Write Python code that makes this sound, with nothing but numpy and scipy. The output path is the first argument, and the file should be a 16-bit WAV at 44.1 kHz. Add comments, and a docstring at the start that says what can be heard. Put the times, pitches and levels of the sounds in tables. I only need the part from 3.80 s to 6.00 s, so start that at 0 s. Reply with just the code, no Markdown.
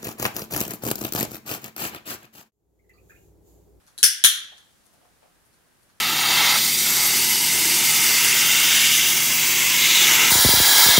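"""Quiet rumble and hiss come first, then claws tick on a steel bowl under a dog's front paws in a tiled room. A
clicker close by is pressed and let go: its steel tongue snaps twice, each time with its own resonances. Hind
feet shift dully on the rug, pads nudge the bowl, and the coat rustles as the tail wags. Each contact is a
minimum-phase modal ring convolved with a bright room response; the fur and floor are filtered noise. The
loudest peaks of the snaps saturate."""
import sys
import numpy as np
from scipy import signal
from scipy.fft import rfft, irfft, next_fast_len
from scipy.io import wavfile

SR = 44100
rng = np.random.default_rng(int(sys.argv[2]) if len(sys.argv) > 2 else 0)


def output_pcm(signal):
    """Save a mono or channel-first signal as 16-bit PCM at the path in sys.argv[1].

    Samples are clipped to [-1, 1] before scaling.
    """
    pcm = np.clip(np.atleast_2d(signal).T, -1, 1) * 32767
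    wavfile.write(sys.argv[1], SR, np.round(pcm).astype(np.int16))


N = 97020  # samples, 2.2 s


def amp(db):
    """Logarithmic level: decibels to amplitude gain."""
    return 10 ** (np.asarray(db) / 20)


def along(points, hz):
    """Log-frequency interpolation between (f/Hz, value) points."""
    f, value = np.transpose(points)
    return np.interp(np.log(hz + 1), np.log(f + 1), value)


def filtered(x, response):
    """Linear filtering: the spectrum of x times a response of frequency."""
    n = x.shape[-1]
    padded = next_fast_len(n + 8192)  # room for the filter to ring out
    hz = np.fft.rfftfreq(padded, 1 / SR)
    return irfft(rfft(x, padded) * response(hz), padded)[..., :n]


def stereo_noise(alike, size):
    """Partial coherence: mid and side noise mixed to the left-right correlation of (f/Hz, likeness) points."""
    def mid_side_gains(hz):
        angle = np.arccos(np.clip(along(alike, hz), -1, 1)) / 2
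        return np.array([np.cos(angle), np.sin(angle)])

    mid, side = filtered(rng.standard_normal((2, size)), mid_side_gains)
    return np.array([mid + side, mid - side])


# spectrum of the room rumble and microphone hiss: f/Hz, relative spectral level/dB
FLOOR_SPECTRUM = [(15, -32), (25, -4.5), (82, 0), (445, -7), (648, -7.5), (1050, -9.5), (1140, -10),
                  (1570, -8.5), (2170, -13.5), (3720, -16), (4620, -17), (7500, -18), (10100, -15.5),
                  (11800, -18.5), (15500, -22)]
FLOOR_DB, FLOOR_ALIKE = -62, 0.13  # RMS level/dB, left-right correlation


def floor():
    """Stationary coloured noise: quiet room rumble and microphone hiss."""
    noise = filtered(stereo_noise([(1, FLOOR_ALIKE)], N), lambda hz: amp(along(FLOOR_SPECTRUM, hz)))
    return amp(FLOOR_DB) * noise / noise.std()


# rustle of the coat while the tail wags, then settling: t/s, level/dB
COAT_LEVEL = [(0, -87.5), (0.7, -66.5), (0.9, -66.5), (1.2, -71), (1.45, -72.5), (1.7, -80)]
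# spectrum of moving fur: f/Hz, relative spectral level/dB
FUR_SPECTRUM = [(500, -25.5), (2000, -4.5), (6000, 0.5), (10000, 0.5), (15000, -8)]


def coat():
    """Friction noise: moving fur as shaped noise under a slow level envelope."""
    noise = filtered(stereo_noise(ROOM_ALIKE, N), lambda hz: amp(along(FUR_SPECTRUM, hz)))
    level_db = np.interp(np.arange(N) / SR, *np.transpose(COAT_LEVEL))
    return amp(level_db) * noise / noise.std()


SKIRT = 1.3  # steepness of the flanks of a resonance


def ring(modes, low_hz, tilt_db=0, order=10, size=8192):
    """Modal synthesis: summed resonance powers, weak radiation below low_hz, made causal as minimum phase."""
    hz = np.fft.rfftfreq(size, 1 / SR) + 1
    power = 0
    for f, width, db in modes:
        detuning = 2 * (hz - f) / width
        power = power + amp(db) ** 2 / (1 + detuning ** 2 / SKIRT) ** SKIRT
    octaves = np.log2(np.maximum(hz, 1000) / 5000)  # tilt pivots at 5 kHz, constant below 1 kHz
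    gain = np.sqrt(power / (1 + (low_hz / hz) ** order)) * amp(tilt_db * octaves)
    # folding the cepstrum onto positive times gives minimum phase
    cepstrum = irfft(np.log(gain + 1e-4))
    fold = np.r_[1, np.full(size // 2 - 1, 2), np.zeros(size // 2)]
    return irfft(np.exp(rfft(cepstrum * fold)))


# left-right correlation of the sound in the room: f/Hz, likeness/1
ROOM_ALIKE = [(200, .15), (1200, .15), (2100, -.3), (3400, 0.32), (4100, 0.17), (4800, .55), (6200, 0.028),
              (7400, .7), (8200, 1), (11000, .15), (13500, .4)]
# first reflections off floor, walls and furniture: delay t/s, level/dB
ECHOES = [(0.0032, -6.5), (0.0069, 4), (0.0083, -4.5), (0.012, 3.5), (0.0148, -2.5), (0.0218, -5),
          (0.0316, -8.5)]
# reverberation time of the tiled room: f/Hz, T60/s
ROOM_T60 = [(200, .4), (900, .52), (1700, .55), (3400, .55), (6000, .41), (10000, .31), (15000, .28)]
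SCATTER_S = 0.0008  # decay constant of the smear of each reflection
TAIL_DB, TAIL_RISE_S = 5.0, 0.007  # long tail; the rise time also builds up the near scatter
NEAR_DB, NEAR_T60_S = 7.5, 0.2  # quickly dying scatter of nearby furniture
CHATTER_DB, CHATTER_S = 4.5, 0.0016  # direct sound: level, decay constant of the contact chatter


def unit(x):
    """Energy normalisation: the squared samples sum to two."""
    return x / np.sqrt(np.sum(x ** 2) / 2)


def room():
    """Reverberation: a random impulse response of direct chatter, early reflections, near scatter and tail."""
    size = SR * 3 // 4
    t = np.arange(size) / SR
    rise = 1 - np.exp(-(t / TAIL_RISE_S) ** 2)

    # each frequency band of the tail decays at its own rate
    hz, when, bands = signal.stft(stereo_noise(ROOM_ALIKE, size), SR, nperseg=256)
    fade = np.exp(-np.log(1000) * when / along(ROOM_T60, hz)[:, None])
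    tail = signal.istft(bands * fade, SR)[1][:, :size]

    near = stereo_noise(ROOM_ALIKE, size) * np.exp(-np.log(1000) * t / NEAR_T60_S)

    bursts = 0
    for delay, db in ECHOES:
        smear = (t >= delay) * np.exp(-np.abs(t - delay) / SCATTER_S)
        bursts = bursts + amp(db) * unit(smear) / np.sqrt(2)
    reflections = bursts * stereo_noise(ROOM_ALIKE, size)

    chatter = unit(stereo_noise(ROOM_ALIKE, size) * np.exp(-t / CHATTER_S))
    late = amp(TAIL_DB) * unit(tail * rise) + amp(NEAR_DB) * unit(near * rise)
    return late + reflections + amp(CHATTER_DB) * chatter


def strike(start_s, db, body):
    """Convolution: a body's ring passed through a newly drawn room response."""
    sound = amp(db) * signal.fftconvolve(body[None], room(), axes=1)
    return np.pad(sound, ((0, 0), (round(start_s * SR), N)))[:, :N]


# claw ticks on the bowl: t/s, level/dB, tilt/(dB per octave)
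CLAW_TICKS = [(0.067, -29, -0.5), (0.074, -28, -5.5), (0.7731, -23.5, -4.5), (1.0554, -34, 2),
              (1.13, -37, 3.5), (1.652, -42.5, 8), (1.7303, -35, -3.5), (2.0224, -39.5, 6),
              (2.0924, -35.5, -7.5)]
# resonances of the steel under a claw: f/Hz, width/Hz, level/dB
CLAW_MODES = [(1580, 500, -9), (3500, 150, -9.5), (4350, 280, -4.5), (6370, 1300, -6), (9700, 1300, -1),
              (11200, 1700, -7)]


def claws():
    """Hard-contact excitation: claws sound the high modes of the steel, with a spectral tilt for each tick."""
    return sum(strike(t, db, ring(CLAW_MODES, 900, tilt)) for t, db, tilt in CLAW_TICKS)


# knock of the button on the tongue just before it snaps: t/s, level/dB
BUTTON_KNOCKS = [(0.1790, -9.5)]
# resonances of the knocked button: f/Hz, width/Hz, level/dB
BUTTON_MODES = [(270.5, 110, -4), (1650, 400, -6.5), (3220, 330, -10), (4060, 320, 2.5), (4520, 210, -6.5),
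                (5850, 710, -8), (7170, 700, -3.5), (8500, 630, -6.5), (9900, 800, 3.5), (11100, 770, -1.5),
                (14540, 680, -11)]
# resonances of the tongue bent down: f/Hz, width/Hz, level/dB
PRESS_MODES = [(1150, 300, -19), (1620, 280, -0.5), (2000, 450, -8), (3050, 400, -5), (3450, 160, -4.5),
               (4500, 300, -10.5), (5220, 340, 0), (5680, 860, 0.5), (6250, 400, -3.5), (8900, 600, 3.5),
               (9750, 600, 0), (10650, 750, 7), (12400, 1200, -8), (14700, 1100, -7.5)]
# resonances of the tongue sprung back: f/Hz, width/Hz, level/dB
RELEASE_MODES = [(1300, 360, -11.5), (1720, 300, -1), (2200, 400, -9.5), (3220, 230, 3.5), (3520, 260, 1.5),
                 (4050, 400, -2.5), (5900, 450, -1), (6680, 450, -3), (7600, 400, -7), (8700, 400, -11),
                 (9850, 520, 8), (11500, 320, 0), (12700, 1400, -4), (15860, 450, -9.5)]
PRESS_S, PRESS_DB = 0.2297, 17.5
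RELEASE_S, RELEASE_DB = 0.4394, 18.9


def clicker():
    """Snap-through buckling: the button meets the tongue, which snaps down, then springs back."""
    button = ring(BUTTON_MODES, 203)
    # the small case radiates little below these low limits
    bent = ring(PRESS_MODES, 1510, order=18)
    sprung = ring(RELEASE_MODES, 1261, order=12)
    knocks = sum(strike(t, db, button) for t, db in BUTTON_KNOCKS)
    return knocks + strike(PRESS_S, PRESS_DB, bent) + strike(RELEASE_S, RELEASE_DB, sprung)


# dull steps of the hind feet on the rug: t/s, level/dB
RUG_STEPS = [(0.576, -15.5), (1.18, -25.5)]
# resonances of the rug under a foot: f/Hz, width/Hz, level/dB
RUG_MODES = [(107.9, 78, -21.5), (300, 64, -1.5), (487.6, 280, -10)]


def hind_feet():
    """Soft impact: shifting feet excite only low resonances of the rug."""
    rug = ring(RUG_MODES, 71)
    return sum(strike(t, db, rug) for t, db in RUG_STEPS)


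# soft nudges of the pads on the bowl: t/s, level/dB
PAD_NUDGES = [(0.72, -22.5), (1.05, -33), (1.135, -29), (1.215, -27.5), (1.245, -27), (1.423, -22),
              (1.45, -28)]
# low, damped resonances of the bowl: f/Hz, width/Hz, level/dB
BOWL_MODES = [(590, 210, -1.5), (721.5, 21, 9.5), (850, 64, -2.5), (1190, 240, -6.5), (2160, 1200, -14)]


def pads():
    """Soft-contact excitation: pads sound only the low, damped modes of the bowl."""
    bowl = ring(BOWL_MODES, 251)
    return sum(strike(t, db, bowl) for t, db in PAD_NUDGES)


# response of the right microphone against the left: f/Hz, level/dB
RIGHT_MIC = [(300, -3), (1100, 0), (1750, -8), (2700, 0), (4100, 1.5), (5300, 1), (6500, 0), (7500, -4.5),
             (8600, -13.5), (9900, -18), (11500, -15.5), (13500, -10), (15300, -1.5)]


def scene():
    """Superposition: all sources add, with less treble at the right microphone, over the noise floor."""
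    left, right = coat() + claws() + clicker() + hind_feet() + pads()
    right = filtered(right, lambda hz: amp(along(RIGHT_MIC, hz)))
    return np.array([left, right]) + floor()


CLIP_TOP, CLIP_HARDNESS = 0.71, 14.0  # saturation amplitude, sharpness of the knee
TOP_HZ = 15800  # upper band limit


def record(dry):
    clipped = dry / (1 + np.abs(dry / CLIP_TOP) ** CLIP_HARDNESS) ** (1 / CLIP_HARDNESS)
    lowpass = signal.firwin(201, TOP_HZ, fs=SR)
    return signal.fftconvolve(clipped, lowpass[None], 'same', axes=1)


dry = scene()
out = record(dry)
output_pcm(out)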